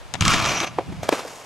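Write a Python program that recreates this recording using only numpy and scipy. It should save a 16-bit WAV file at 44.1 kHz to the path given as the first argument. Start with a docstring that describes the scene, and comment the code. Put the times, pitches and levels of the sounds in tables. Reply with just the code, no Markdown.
"""In a snow park, a skier clacks onto the metal rail of a box and grinds along it.
Impact and friction excite the rail's modes, the hollow box booms, and a steel edge squeals by stick-slip.
The skis knock in the air, slap down on packed snow and hiss away over its grains.
Light wind rumbles on the microphone above the steady wash of the slope."""
import sys
import numpy as np
from scipy import signal
from scipy.fft import rfft, irfft, next_fast_len
from scipy.io import wavfile

SR = 44100
rng = np.random.default_rng(int(sys.argv[2]) if len(sys.argv) > 2 else 0)


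def store_pcm(level_fs):
    """Save levels as 16-bit WAV."""
    pcm = np.round(np.clip(level_fs, -1, 1) * 32767).astype(np.int16)
    wavfile.write(sys.argv[1], SR, np.atleast_2d(pcm).T)


N = 63945
T = np.arange(N) / SR
ANTIPHASE = np.array([[1], [-1]])   # left, right

# normal modes of the rail: f/Hz, level/dB, T60/s
RAIL_RESONANCES = [(333, -15, .2), (691, -13, .25), (901, -13, .2), (1035, -8, .25), (1179, -3, .4),
                   (1275, -4, .25), (1320, -4, .3), (1367, -6, .3), (1630, -10, .2), (2130, -9, .2),
                   (2540, -7, .25), (2767, -8, .2), (3880, -11, .2)]


def rail():
    """Modal response: the impacts and friction of steel edges sound directly and set the rail ringing."""
    impacts, clacks = edge_impacts()
    friction, scrape = edge_friction()
    blows = from_db(-44.5 - 12 * (T < 0.19)) * impacts   # the first touches carry little weight
    ringing = ring(blows + from_db(-47) * friction, RAIL_RESONANCES)
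    return from_bearing(clacks + scrape + ringing)


def edge_impacts():
    """Impact noise: brief contacts have a broad spectrum. Returns the force and its sound."""
    # edges strike the rail: t/s, level/dB, decay time/s, tilt/(dB per octave)
    strikes = [(0.1393, -17, 0.00089, 3), (0.1438, -23.5, 0.0028, -3), (0.153, -28, 0.006, -3),
               (0.2091, -9, 0.0014, 2.5), (0.2222, -14, 0.0021, -2.5), (0.2517, -13, 0.0032, 1.3),
               (0.277, -36, 0.0014, 10), (0.28, -6.5, 0.002, 1.1), (0.298, -17, 0.0031, -3.5),
               (0.3368, -13.5, 0.0066, -1.5), (0.3415, -16.5, 0.0016, -.5), (0.4, -14, 0.002, -5),
               (0.452, -17, 0.0067, -2), (0.4602, -18.5, 0.0028, 0.5), (0.576, -45, 0.0013, -12),
               (0.6029, -14, 0.0019, -1.3)]
    # spectrum of a clack: f/Hz, level/dB
    spectrum = [(100, -5.5), (450, -9.5), (800, 1), (1300, -5), (1800, 1.5), (2700, 1.5), (4500, -4),
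                (7000, -6.5), (9500, -17), (14000, -41)]
    force = sound = 0
    for s, db, decay_s, tilt_db in strikes:
        crack = from_db(db) * burst(s, decay_s, lead_s=0.00037)
        force = force + crack
        sound = sound + colour(crack, spectrum, tilt_db)
    return force, sound


def edge_friction():
    """Sliding friction: fine roughness hisses and sparse nicks tick. Returns the force and its sound."""
    # envelope of the grind: t/s, level/dB
    envelope = [(.14, -65), (.205, -44), (.212, -23.5), (.245, -29.5), (.258, -23.5), (.33, -19),
                (.36, -22.5), (.44, -24.5), (.52, -22), (.6, -26.5), (.648, -23.5), (.659, -39.5),
                (.675, -28), (.695, -47), (.85, -51)]
    # spectrum of the scrape: f/Hz, level at the rail's start/dB, level at its end/dB
    spectra = [(116, -0.5, -17.5), (338, 4.5, 1.5), (463, -17, -5), (700, -14, 2.5), (1160, 5, -1),
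               (1850, -9, -7), (2380, -1, 1), (3540, -5.5, -10), (4630, -9, -10.5), (6580, -8.5, -14),
               (8450, -19.5, -26.5), (14200, -34, -37.5)]
    db, = in_time(envelope)
    roughness = grains(per_s=5000, spread_db=2.5) + from_db(-20) * rng.standard_normal(N) * ANTIPHASE
    nicks = from_db(-13.5) * grains(per_s=300, spread_db=3)
    chatter_db = 0.98 * drift(140)
    force = (roughness + nicks) * from_db(db + chatter_db)
    return force, moving_contact(changing_colour(force, spectra, start_s=0.24, end_s=0.59))


def moving_contact(x):
    """Resonances come and go as the contact moves: narrow bands swell and fade independently."""
    octave = np.log2(np.maximum(np.arange(N // 2 + 1) * SR / N, 1))
    centres = np.log2(np.geomspace(500, 8000, 20))
    spectrum = rfft(x)
    bands = (irfft(spectrum * np.interp(octave, centres, band), N) for band in np.eye(len(centres)))
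    return sum(band * from_db(1.5 * drift(19)) for band in bands)


def judder():
    """Forced vibration: juddering edges drive the rail's middle modes while the skis damp them."""
    # envelope of the judder: t/s, level/dB
    envelope = [(.245, -65), (.262, -19.5), (.30, -23), (.345, -43), (.365, -51), (.40, -25), (.425, -33),
                (.46, -25), (.49, -43), (.6, -90)]
    db, = in_time(envelope)
    pressed_t60_s = 0.046
    modes = [(hz, level, pressed_t60_s) for hz, level, _ in RAIL_RESONANCES if 1000 < hz < 1420]
    singing = sum(ring(rng.standard_normal(N), [mode]) for mode in modes)
    return (T > envelope[0][0]) * from_db(db) * rms_one(singing)


def squeal():
    """Stick-slip oscillation: an edge gives a high, raspy whistle that flutters in pitch and level."""
    # course of the squeal: t/s, f/Hz, level/dB
    course = [(.46, 5850, -52), (.49, 5870, -30), (.512, 5920, -32), (.528, 5850, -43), (.55, 5790, -32),
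              (.58, 5790, -31), (.598, 5850, -34), (.612, 6170, -33), (.652, 6100, -48), (.675, 6130, -40),
              (.71, 6150, -62)]
    hz, db = in_time(course)
    wander_hz = 120 * drift(295)
    phase = 2 * np.pi * np.cumsum(hz + wander_hz) / SR
    rasp = from_db(-4) * drift(400) * np.cos(phase)
    flutter_db = 2.5 * drift(140)
    sounding = (T > course[0][0]) & (T < course[-1][0])
    return sounding * from_db(db + flutter_db) * (np.sin(phase) + rasp)


def box():
    """Impulse response: the skier's weight drops on the hollow box and its low modes boom."""
    # impulses on the box: t/s, level/dB
    thumps = [(0.15, -21), (0.209, -5), (0.2209, -6)]
    # normal modes of the box: f/Hz, level/dB, T60/s
    modes = [(91, -19, 0.11), (112.8, -8.5, 0.16), (153, -10.5, 0.095)]
    force = np.zeros(N)
    for s, db in thumps:
        force[int(s * SR)] -= from_db(db)
    soft_force = signal.sosfilt(signal.butter(2, 137, fs=SR, output="sos"), force)
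    return ring(soft_force, modes)


def slaps():
    """Acceleration noise: each blow pushes and pulls the air, with a snap and a short rattle of the ski."""
    # blows in the air, then on snow: t/s, pulse level/dB, f/Hz, width/s, snap re pulse/dB,
    # rattle level/dB, rattle decay time/s, tilt/(dB per octave)
    blows = [(.7855, -18, 510, 0.0007, -9, -32.5, 0.0048, -0.5),
             (0.787, -7, 880, 0.00092, -14, -17, 0.0065, -4),
             (0.7931, -19.5, 470, 0.0015, -18, -24, 0.0037, -4),
             (.807, -29, 820, .002, -27, -32, 0.013, -3.5), (.926, -22.5, 320, 0.0017, -45, -37, .005, 1),
             (1.0327, -18, 660, 0.0012, -5.5, -31, 0.0059, 5),
             (1.0916, -3, 523, 0.00049, -3, -14, 0.0019, 2),
             (1.1266, -12, 930, 0.0008, -4, -15, 0.0077, -0.5),
             (1.1335, -14.5, 317, 0.003, -15, -37, 0.004, -1),
             (1.252, -22, 483, 0.0009, -22, -33, 0.018, -9.5)]
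    # spectrum of a ski's rattle: f/Hz, level/dB
    spectrum = [(80, -20), (190, -26), (320, 0), (600, 3.5), (900, 0), (1400, -11), (2300, -8.5),
                (4000, -18.5), (6500, -22), (13000, -38.5)]
    low_cut = signal.butter(2, 200, "high", fs=SR, output="sos")
    out = 0
    for s, pulse_db, hz, width_s, snap_db, rattle_db, decay_s, tilt_db in blows:
        t = T - s
        snap_s = 0.00005 * 2 ** -tilt_db   # a duller blow snaps more slowly
        snap = from_db(snap_db) * np.tanh(t / snap_s)
        pulse = -(np.sin(2 * np.pi * hz * t) + snap) * np.exp(-np.abs(t) / width_s)
        pulse = signal.sosfiltfilt(low_cut, pulse + 1e-18)
        rattle = colour(burst(s, decay_s, lead_s=0.0026), spectrum, tilt_db)
        out = out + from_db(pulse_db) * pulse + from_db(rattle_db) * rattle
    return out


def snow():
    """Granular noise: packed snow crunches under the landing, then thins to a hiss."""
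    # envelope of the run on snow: t/s, level/dB
    envelope = [(1.02, -80), (1.036, -32.5), (1.07, -43), (1.108, -40.5), (1.128, -26), (1.175, -28.5),
                (1.21, -35), (1.24, -40), (1.256, -40), (1.29, -38.5), (1.36, -45.5), (1.45, -45.5)]
    # spectrum of the snow: f/Hz, level on landing/dB, level when gliding/dB
    spectra = [(60, -23, -10), (200, -8.5, -12), (620, -1.5, 4), (1230, -2, -5.5), (1710, -7.5, -8),
               (3480, -13, -13.5), (6450, -15, -8), (9500, -23.5, -15.5), (13900, -33, -24)]
    db, = in_time(envelope)
    crunch = grains(per_s=3600, spread_db=-1) * from_db(db + 1.57 * drift(48))
    return changing_colour(crunch, spectra, start_s=1.23, end_s=1.35)


def wind():
    """Turbulence: gusts make low-frequency pressure fluctuations on the microphone."""
    # envelope of the gusts: t/s, level/dB
    envelope = [(0, -60), (.13, -49.5), (.165, -40.5), (.2, -40.5), (.27, -26), (.34, -31), (.45, -32.5),
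                (.53, -37), (.66, -42), (.8, -42), (.862, -45), (.88, -32.5), (.95, -37), (1.02, -36.5),
                (1.13, -46), (1.22, -54), (1.45, -58.5)]
    # spectrum of the wind: f/Hz, level/dB
    spectrum = [(25, -42), (60, -6), (110, 3), (190, 1.5), (320, -15), (600, -26), (2000, -65)]
    db, = in_time(envelope)
    return from_db(db) * colour(wide_noise(side_db=-2.5), spectrum)


def rumble():
    """Antiphase pressure: a deep rumble pushes the two capsules in opposite senses."""
    # envelope of the rumble: t/s, level/dB
    envelope = [(0, -32), (.11, -44), (.28, -27), (.45, -44), (.65, -54), (1.1, -51), (1.45, -66)]
    # spectrum of the rumble: f/Hz, level/dB
    spectrum = [(20, -11), (45, 14), (80, -1), (160, -28), (500, -64)]
    db, = in_time(envelope)
    return from_db(db) * colour(wide_noise(side_db=-15.5), spectrum) * ANTIPHASE


def slope_wash():
    """Stationary noise: the steady, broad background of the slope."""
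    # spectrum of the background: f/Hz, level/dB
    spectrum = [(25, -28), (120, -6), (400, 4), (650, 7.5), (1150, 4), (1700, 0), (3000, -3.5), (6000, -10),
                (10000, -16), (14000, -27.5)]
    return from_db(-46) * colour(wide_noise(side_db=-7), spectrum)


def scatter(x, t60_s=0.041):
    """Diffuse reflection: snow and box return a faint, short tail, different in each channel."""
    tail = rng.standard_normal((2, N)) * np.exp(-np.log(1000) * T / t60_s)
    return from_db(-16) * signal.fftconvolve(x, rms_one(tail) / np.sqrt(N), axes=1)[:, :N]


def from_bearing(x, shadow_hz=1240):
    """Acoustic shadow: the treble is louder on the skier's side."""
    # the skier comes in from the left: t/s, treble level left minus right/dB
    bearing = [(.15, 13), (.215, 4.5), (.26, -0.5), (.66, -0.5)]
    lean_db, = in_time(bearing)
    bass = signal.sosfilt(signal.butter(1, shadow_hz, fs=SR, output="sos"), x)
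    return bass + (x - bass) * from_db(lean_db / 2 * ANTIPHASE)


def ring(force, modes):
    """Modal superposition: one force drives a set of damped resonators."""
    out = 0
    for hz, db, t60 in modes:
        r, w = from_db(-60 / (t60 * SR)), 2 * np.pi * hz / SR
        out = out + from_db(db) * signal.lfilter([.5, 0, -.5], [1, -2 * r * np.cos(w), r * r], force + 1e-18)
    return out


def burst(s, decay_s, lead_s):
    """Noise transient: tiny contacts swell exponentially up to time s and die away."""
    return rng.choice([-1, 1], N) * np.exp(-np.maximum((T - s) / decay_s, (s - T) / lead_s))


def grains(per_s, spread_db):
    """Shot noise: random clicks of uneven size, rms 1."""
    sizes = from_db(spread_db * np.minimum(rng.exponential(1, N), 4)) * rng.choice([-1, 1], N)
    return rms_one(sizes * (rng.random(N) < per_s / SR))


def wide_noise(side_db):
    """Mid-side stereo: common white noise plus an antiphase part."""
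    return rng.standard_normal(N) + from_db(side_db) * rng.standard_normal(N) * ANTIPHASE


def drift(rate_hz):
    """Random modulation: low-passed noise, rms 1."""
    r = np.exp(-2 * np.pi * rate_hz / SR)
    return rms_one(signal.lfilter([1], [1, -2 * r, r * r], rng.standard_normal(2 * N))[N:])


def colour(x, points, tilt_db=0, keep_power=True):
    """Minimum-phase filter, tilted per octave above 500 Hz; keep_power holds white noise at its level."""
    size = next_fast_len(2 * N)
    octave = np.log2(np.maximum(np.arange(size // 2 + 1) * SR / size, 10))
    hz, db = np.transpose(points)
    gain = from_db(np.interp(octave, np.log2(hz), db) + tilt_db * np.maximum(octave, np.log2(500)))
    cepstrum = irfft(np.log(rms_one(gain) if keep_power else gain), size)
    cepstrum[1:size // 2] *= 2   # folding the cepstrum makes the filter causal
    cepstrum[size // 2 + 1:] = 0
    return irfft(rfft(x, size) * np.exp(rfft(cepstrum)), size)[..., :N]


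def changing_colour(x, rows, start_s, end_s):
    """Linear crossfade from a table's first spectrum to its second."""
    hz, early, late = np.transpose(rows)
    share = np.clip((T - start_s) / (end_s - start_s), 0, 1)
    return (1 - share) * colour(x, np.c_[hz, early]) + share * colour(x, np.c_[hz, late])


def in_time(rows):
    """Linear interpolation of each column at every sample."""
    s, *columns = np.transpose(rows)
    return [np.interp(T, s, c) for c in columns]


def from_db(db):
    """Level to amplitude ratio."""
    return 10 ** (np.asarray(db) / 20)


def rms_one(x):
    """Normalisation to rms 1."""
    return x / np.sqrt(np.mean(x ** 2) + 1e-20)


def scene():
    """Superposition: the skis, their reflections, the box and the background add in the open air."""
    skis = rail() + judder() + squeal() + slaps() + snow()
    return skis + scatter(skis) + box() + wind() + rumble() + slope_wash()


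def record(dry):
    """Transduction: two slightly unlike capsules, clipping of the highest peaks and a band limit."""
    # imbalance of the capsules: f/Hz, level left minus right/dB
    imbalance = [(100, -0.5), (480, -0.2), (950, -1.1), (1600, 0.5), (2400, 3.5), (3400, 2.2), (5500, -3),
                 (9000, -0.5)]
    hz, db = np.transpose(imbalance)
    heard = [colour(x, np.c_[hz, side * db / 2], keep_power=False) for x, side in zip(dry, (1, -1))]
    high_cut = signal.ellip(10, .1, 80, 14000, fs=SR, output="sos")
    return signal.sosfilt(high_cut, np.clip(heard, -.85, .85))


dry = scene()
out = record(dry)
store_pcm(out)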